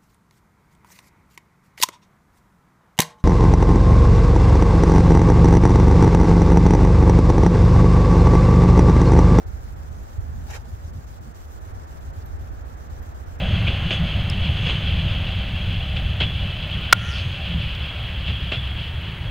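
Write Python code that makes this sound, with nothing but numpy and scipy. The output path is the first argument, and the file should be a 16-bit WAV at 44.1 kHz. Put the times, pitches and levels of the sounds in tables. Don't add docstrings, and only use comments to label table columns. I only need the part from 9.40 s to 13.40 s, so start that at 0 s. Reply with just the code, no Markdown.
import sys
import numpy as np
from scipy import signal
from scipy.fft import rfft, irfft
from scipy.io import wavfile
from scipy.ndimage import uniform_filter1d

SR = 44100
rng = np.random.default_rng(int(sys.argv[2]) if len(sys.argv) > 2 else 0)


def to_wav(s):
    ch = np.atleast_2d(s).T
    pcm = np.round(np.clip(ch, -1, 1) * 32767)
    wavfile.write(sys.argv[1], SR, pcm.astype(np.int16))


N = 176400
TIME, FREQS = np.arange(N) / SR, np.fft.rfftfreq(N, 1 / SR)


def amp(db):
    return 10 ** (np.asarray(db) / 20)


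def unit(x):
    return x / np.sqrt(np.mean(x ** 2) + 1e-20)


def by_hz(points):
    hz, value = np.transpose(points)
    return np.interp(np.log(FREQS + 1), np.log(hz + 1), value)


def by_time(points):
    return np.interp(TIME, *np.transpose(points))


def resonance(hz, width_hz):
    return 1 / (1 + (2 * (FREQS - hz) / width_hz) ** 2)


def wander(rate_hz):
    return unit(irfft(rfft(rng.standard_normal(N)) / (1 + (FREQS / rate_hz) ** 4), N))


def at_microphones(drive, gain, likeness=0, pan_db=0):
    left, other = rfft(drive)
    right = likeness * left + np.sqrt(1 - likeness ** 2) * other
    tilt = amp(pan_db)
    return irfft(np.array([left * tilt, right]) * gain * np.sqrt(SR / (1 + tilt ** 2)), N)


def grit(coarse_share=0.32, grains_per_s=5600, spread_db=6):
    sizes = amp(spread_db * np.minimum(rng.exponential(1, (2, N)), 5))
    hits = rng.random((2, N)) < grains_per_s / SR
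    coarse = unit(sizes * hits * rng.choice([-1, 1], (2, N)))
    fine = rng.standard_normal((2, N))
    return np.sqrt(coarse_share) * coarse + np.sqrt(1 - coarse_share) * fine


def patchy(x, depth_db=1.5):
    spectra = signal.stft(x, nperseg=256)[2]
    patches = uniform_filter1d(rng.standard_normal(spectra.shape[1:]), size=6, axis=0)
    patches = unit(uniform_filter1d(patches, size=10, axis=1))
    return signal.istft(spectra * amp(depth_db * patches), nperseg=256)[1][:, :N]


def scrub(speed_up_s=0.009, slow_down_s=0.0145, steepness=2.8):
    # start_s, level_db, opening_turn_db
    strokes = [(-.09, -0.2, 0.5), (0.055, 0.2, -20), (.197, 0.3, -3.5), (0.354, 0.5, -12),
               (0.505, -0.5, -7), (.648, -0.5, 0.5), (.794, -1.5, -10.5), (.938, -0.6, -1),
               (1.088, -1.5, 5.5), (1.239, -0.5, -9), (1.384, 0, -3.5), (1.523, -1.3, -12),
               (1.662, 0.7, -10), (1.801, -0.3, -15), (1.935, 1.5, -14), (2.069, 0, -5), (2.203, -0.3, -14),
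               (2.332, -1, -15), (2.463, 0.5, -11), (2.598, -0.4, -12), (2.724, 0, -19), (2.846, -2, -12),
               (2.983, -1, -17), (3.111, -3, -9), (3.241, -2, -16), (3.362, -1.2, -12), (3.489, -1, -16),
               (3.614, -0.5, -14), (3.737, -1, -12), (3.855, -0.8, -12), (3.979, 1.5, -17), (4.11, 0, -12)]
    # start_s, level_db
    grain_snaps = [(1.068, -4), (1.074, -7)]
    # pitch_hz, level_db
    colour = [(500, -108), (1800, -99), (3200, -98), (4300, -99), (5400, -97), (6800, -96), (8300, -100.5),
              (9300, -107), (10300, -105.5), (11200, -102.5), (13500, -100.8), (16000, -102.5)]
    # pitch_hz, left_minus_right_db
    pan = [(2000, 0), (4000, 0), (5000, 3), (5600, -2.5), (6700, -2), (7400, 3), (7900, 3), (8500, 10),
           (9200, 0.5), (11500, -1), (15000, 7.5)]
    start_s, level_db, turn_db = np.transpose(strokes)
    stroke = np.clip(np.searchsorted(start_s, TIME) - 1, 0, len(start_s) - 2)
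    since, until = abs(TIME - start_s[stroke]), abs(start_s[stroke + 1] - TIME)
    speed = 1 - np.exp(-(since / speed_up_s) ** steepness)
    speed *= 1 - np.exp(-(until / slow_down_s) ** steepness)
    nearest_turn = stroke + (until < since)
    force = speed * amp(level_db[stroke]) + (1 - speed) * amp(turn_db[nearest_turn])
    snaps = sum(amp(db + 7) * (TIME > s) * np.exp(-abs(TIME - s) / 0.0012) for s, db in grain_snaps)
    drive = patchy(grit()) * (force + snaps)
    pressure = amp(0.5 + 0.73 * wander(rate_hz=28))
    return at_microphones(drive * pressure, amp(by_hz(colour)), likeness=-0.26, pan_db=by_hz(pan))


def bodywork(hiss):
    # delay_s, level_db
    echoes = [(.0011, -50), (.0027, -18), (.0064, -13)]
    comb = 1 + sum(amp(db) * np.exp(-2j * np.pi * FREQS * delay_s) for delay_s, db in echoes)
    return irfft(rfft(hiss) * comb / np.sqrt(np.mean(abs(comb) ** 2)), N)


def roar(lag_s=0.00051):
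    # pitch_hz, level_db
    colour = [(30, -82), (150, -77), (330, -76.4), (560, -77.4), (790, -73.7), (1000, -78.3), (1280, -81),
              (1800, -86), (2200, -93), (3000, -99.5), (4500, -106), (7000, -110), (9400, -124),
              (13000, -120), (16000, -121)]
    # time_s, level_db
    swell = [(0, -1), (.9, -1.5), (1.6, -2.5), (2.05, -2.5), (2.35, 0.5), (2.7, -0.5), (3.1, 0),
             (3.6, 0.25), (4, 0.5)]
    # pitch_hz, likeness
    alike = [(250, 0.4), (480, 0.99), (750, 0.95), (1200, 0.74), (1900, 0.19), (3000, 0.3)]
    likeness = by_hz(alike) * np.cos(2 * np.pi * FREQS * lag_s)
    far = at_microphones(rng.standard_normal((2, N)), amp(by_hz(colour)), likeness, pan_db=-1.6)
    return far * amp(by_time(swell))


def wind():
    # pitch_hz, level_db
    rumble = [(10, -16), (25, -7), (42, -3.5), (58, 4.5), (78, 2), (100, -5.5), (130, -20), (200, -56),
              (400, -79)]
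    flutter = [(60, -23), (125, 7), (170, -1.5), (250, -6.5), (400, -23.5), (900, -35), (3000, -101)]
    # time_s, level_db
    rumble_gusts = [(0.0, -41.5), (0.035, -51), (0.06, -33.5), (0.2, -37.5), (0.62, -38), (0.72, -42.5),
                    (0.8, -35), (1.05, -36), (1.25, -42), (1.55, -39), (1.63, -41), (2.0, -44),
                    (2.37, -37.5), (2.45, -42.5), (2.65, -40.5), (3.05, -35.5), (3.4, -41), (4.0, -38)]
    flutter_gusts = [(0.0, -91), (0.07, -50), (0.62, -44), (0.67, -56), (0.98, -39), (1.2, -53),
                     (1.28, -43.5), (1.36, -54), (1.58, -38.5), (1.64, -54), (1.69, -49.5), (1.76, -51.5),
                     (1.9, -41.5), (1.96, -60.5), (2.61, -47.5), (4.0, -51)]
    out = np.zeros((2, N))
    for colour, gusts, gain_db in [(rumble, rumble_gusts, 4), (flutter, flutter_gusts, 0.5)]:
        air = at_microphones(rng.standard_normal((2, N)), amp(by_hz(colour)), likeness=0.35, pan_db=-2.4)
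        even_air = air / np.sqrt(uniform_filter1d((air ** 2).mean(0), size=4000) + 1e-20)
        out += even_air * amp(by_time(gusts) + gain_db)
    return out


def buffets(half_length_s=0.011):
    # time_s, level_db, pitch_hz
    swirls = [(0.068, -20, 69.4), (.14, -27.5, 73.4), (0.511, -29.5, 57), (0.791, -17.5, 80.7),
              (0.9, -27, 66), (.969, -25, 60.6), (1.191, -28, 75), (1.34, -23, 78), (1.453, -25.5, 91),
              (1.563, -24, 82.5), (2.061, -34.5, 73), (2.684, -25, 65), (2.781, -30, 69),
              (2.941, -24.5, 66.5), (3.224, -25.5, 64), (3.533, -26.5, 77), (3.611, -28, 64)]
    out = np.zeros((2, N))
    for time_s, db, hz in swirls:
        offset, skew = rng.standard_normal(2)
        near = abs(TIME - time_s) < 10 * half_length_s
        t = TIME[near] - time_s
        phase = 2 * np.pi * (hz * t + offset) + 0.44 * np.array([[skew], [-skew]])
        out[:, near] += amp(db) * np.exp(-(t / half_length_s) ** 2) * np.sin(phase)
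    return out


def squeaks(pitch_hz=13170, wobble_hz=120, rough_db=3.5):
    # time_s, length_s, level_db
    slips = [(0.085, .01, -62.5), (.635, .014, -63), (2.058, 0.011, -60), (2.328, 0.0084, -70),
             (2.593, .011, -63.5), (2.843, .018, -66), (2.86, 0.0071, -57), (3.628, 0.022, -62)]
    level = sum(amp(db) * np.exp(-(2 * (TIME - s) / length_s) ** 2) for s, length_s, db in slips)
    tone = np.sin(2 * np.pi * np.cumsum(pitch_hz + wobble_hz * wander(rate_hz=323)) / SR)
    roughness = unit(amp(rough_db * wander(rate_hz=300)))
    return level * tone * roughness * amp([[4], [0.5]])


def drags(half_length_s=0.021):
    # time_s, level_db
    grips = [(.18, -86), (1.4, -89), (1.63, -91), (2.3, -91.5), (2.58, -94), (3.2, -87), (3.63, -83),
             (3.97, -84)]
    level = sum(amp(db) * np.exp(-((TIME - s) / half_length_s) ** 2) for s, db in grips)
    return at_microphones(grit() * level, resonance(hz=1700, width_hz=920))


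def rasp(coarse_share=0.12):
    # time_s, level_db
    scrape_level = [(1.06, -41.5), (1.072, -19), (1.082, -24), (1.097, -10), (1.108, .5), (1.122, -6),
                    (1.135, -2), (1.151, 1), (1.168, -0.5), (1.18, -11.5), (1.23, -55)]
    low_level = [(1.07, -17), (1.1, 3), (1.12, -2.5), (1.14, -7.5), (1.165, -0.5), (1.2, -10), (1.232, -29),
                 (1.255, -3), (1.29, -27), (1.32, -60)]
    # pitch_hz, level_db
    broad_colour = [(150, -108), (420, -72), (750, -78), (1080, -76.5), (1550, -73), (2050, -76),
                    (2600, -75.5), (3500, -88.5), (4400, -103), (5300, -81.5), (6100, -81), (7200, -80.5),
                    (8000, -88), (9200, -93.5), (12000, -89.5), (16000, -101)]
    # pitch_hz, width_hz, level_db
    lens = [(1396, 70, -69), (1668, 70, -71), (1876, 50, -68), (2294, 60, -69), (2488, 50, -75),
            (2812, 60, -72), (3170, 55, -72), (3762, 70, -73), (4040, 110, -77), (4390, 90, -77),
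            (4880, 110, -74), (5795, 70, -73)]
    # pitch_hz, left_minus_right_db
    pan = [(500, -5.5), (3000, 0.5), (6800, -3), (8000, 10), (9500, 0), (15000, 2)]
    ring_power = sum((amp(db) * resonance(hz, width_hz)) ** 2 for hz, width_hz, db in lens)
    colour = np.sqrt(amp(by_hz(broad_colour)) ** 2 + ring_power)
    scrape = at_microphones(grit(coarse_share) * amp(by_time(scrape_level)), colour, pan_db=by_hz(pan))
    low_drive = grit(coarse_share) * amp(by_time(low_level) - 68)
    return scrape + at_microphones(low_drive, resonance(hz=800, width_hz=300))


def scene():
    air = wind() + buffets()
    return bodywork(scrub()) + drags() + squeaks() + rasp() + roar() + air


def record(dry):
    cutoff_hz = 15800
    low_pass = signal.firwin(511, cutoff_hz, window=("kaiser", 9), fs=SR)
    return signal.oaconvolve(dry, low_pass[None], "same")


dry = scene()
out = record(dry)
to_wav(out)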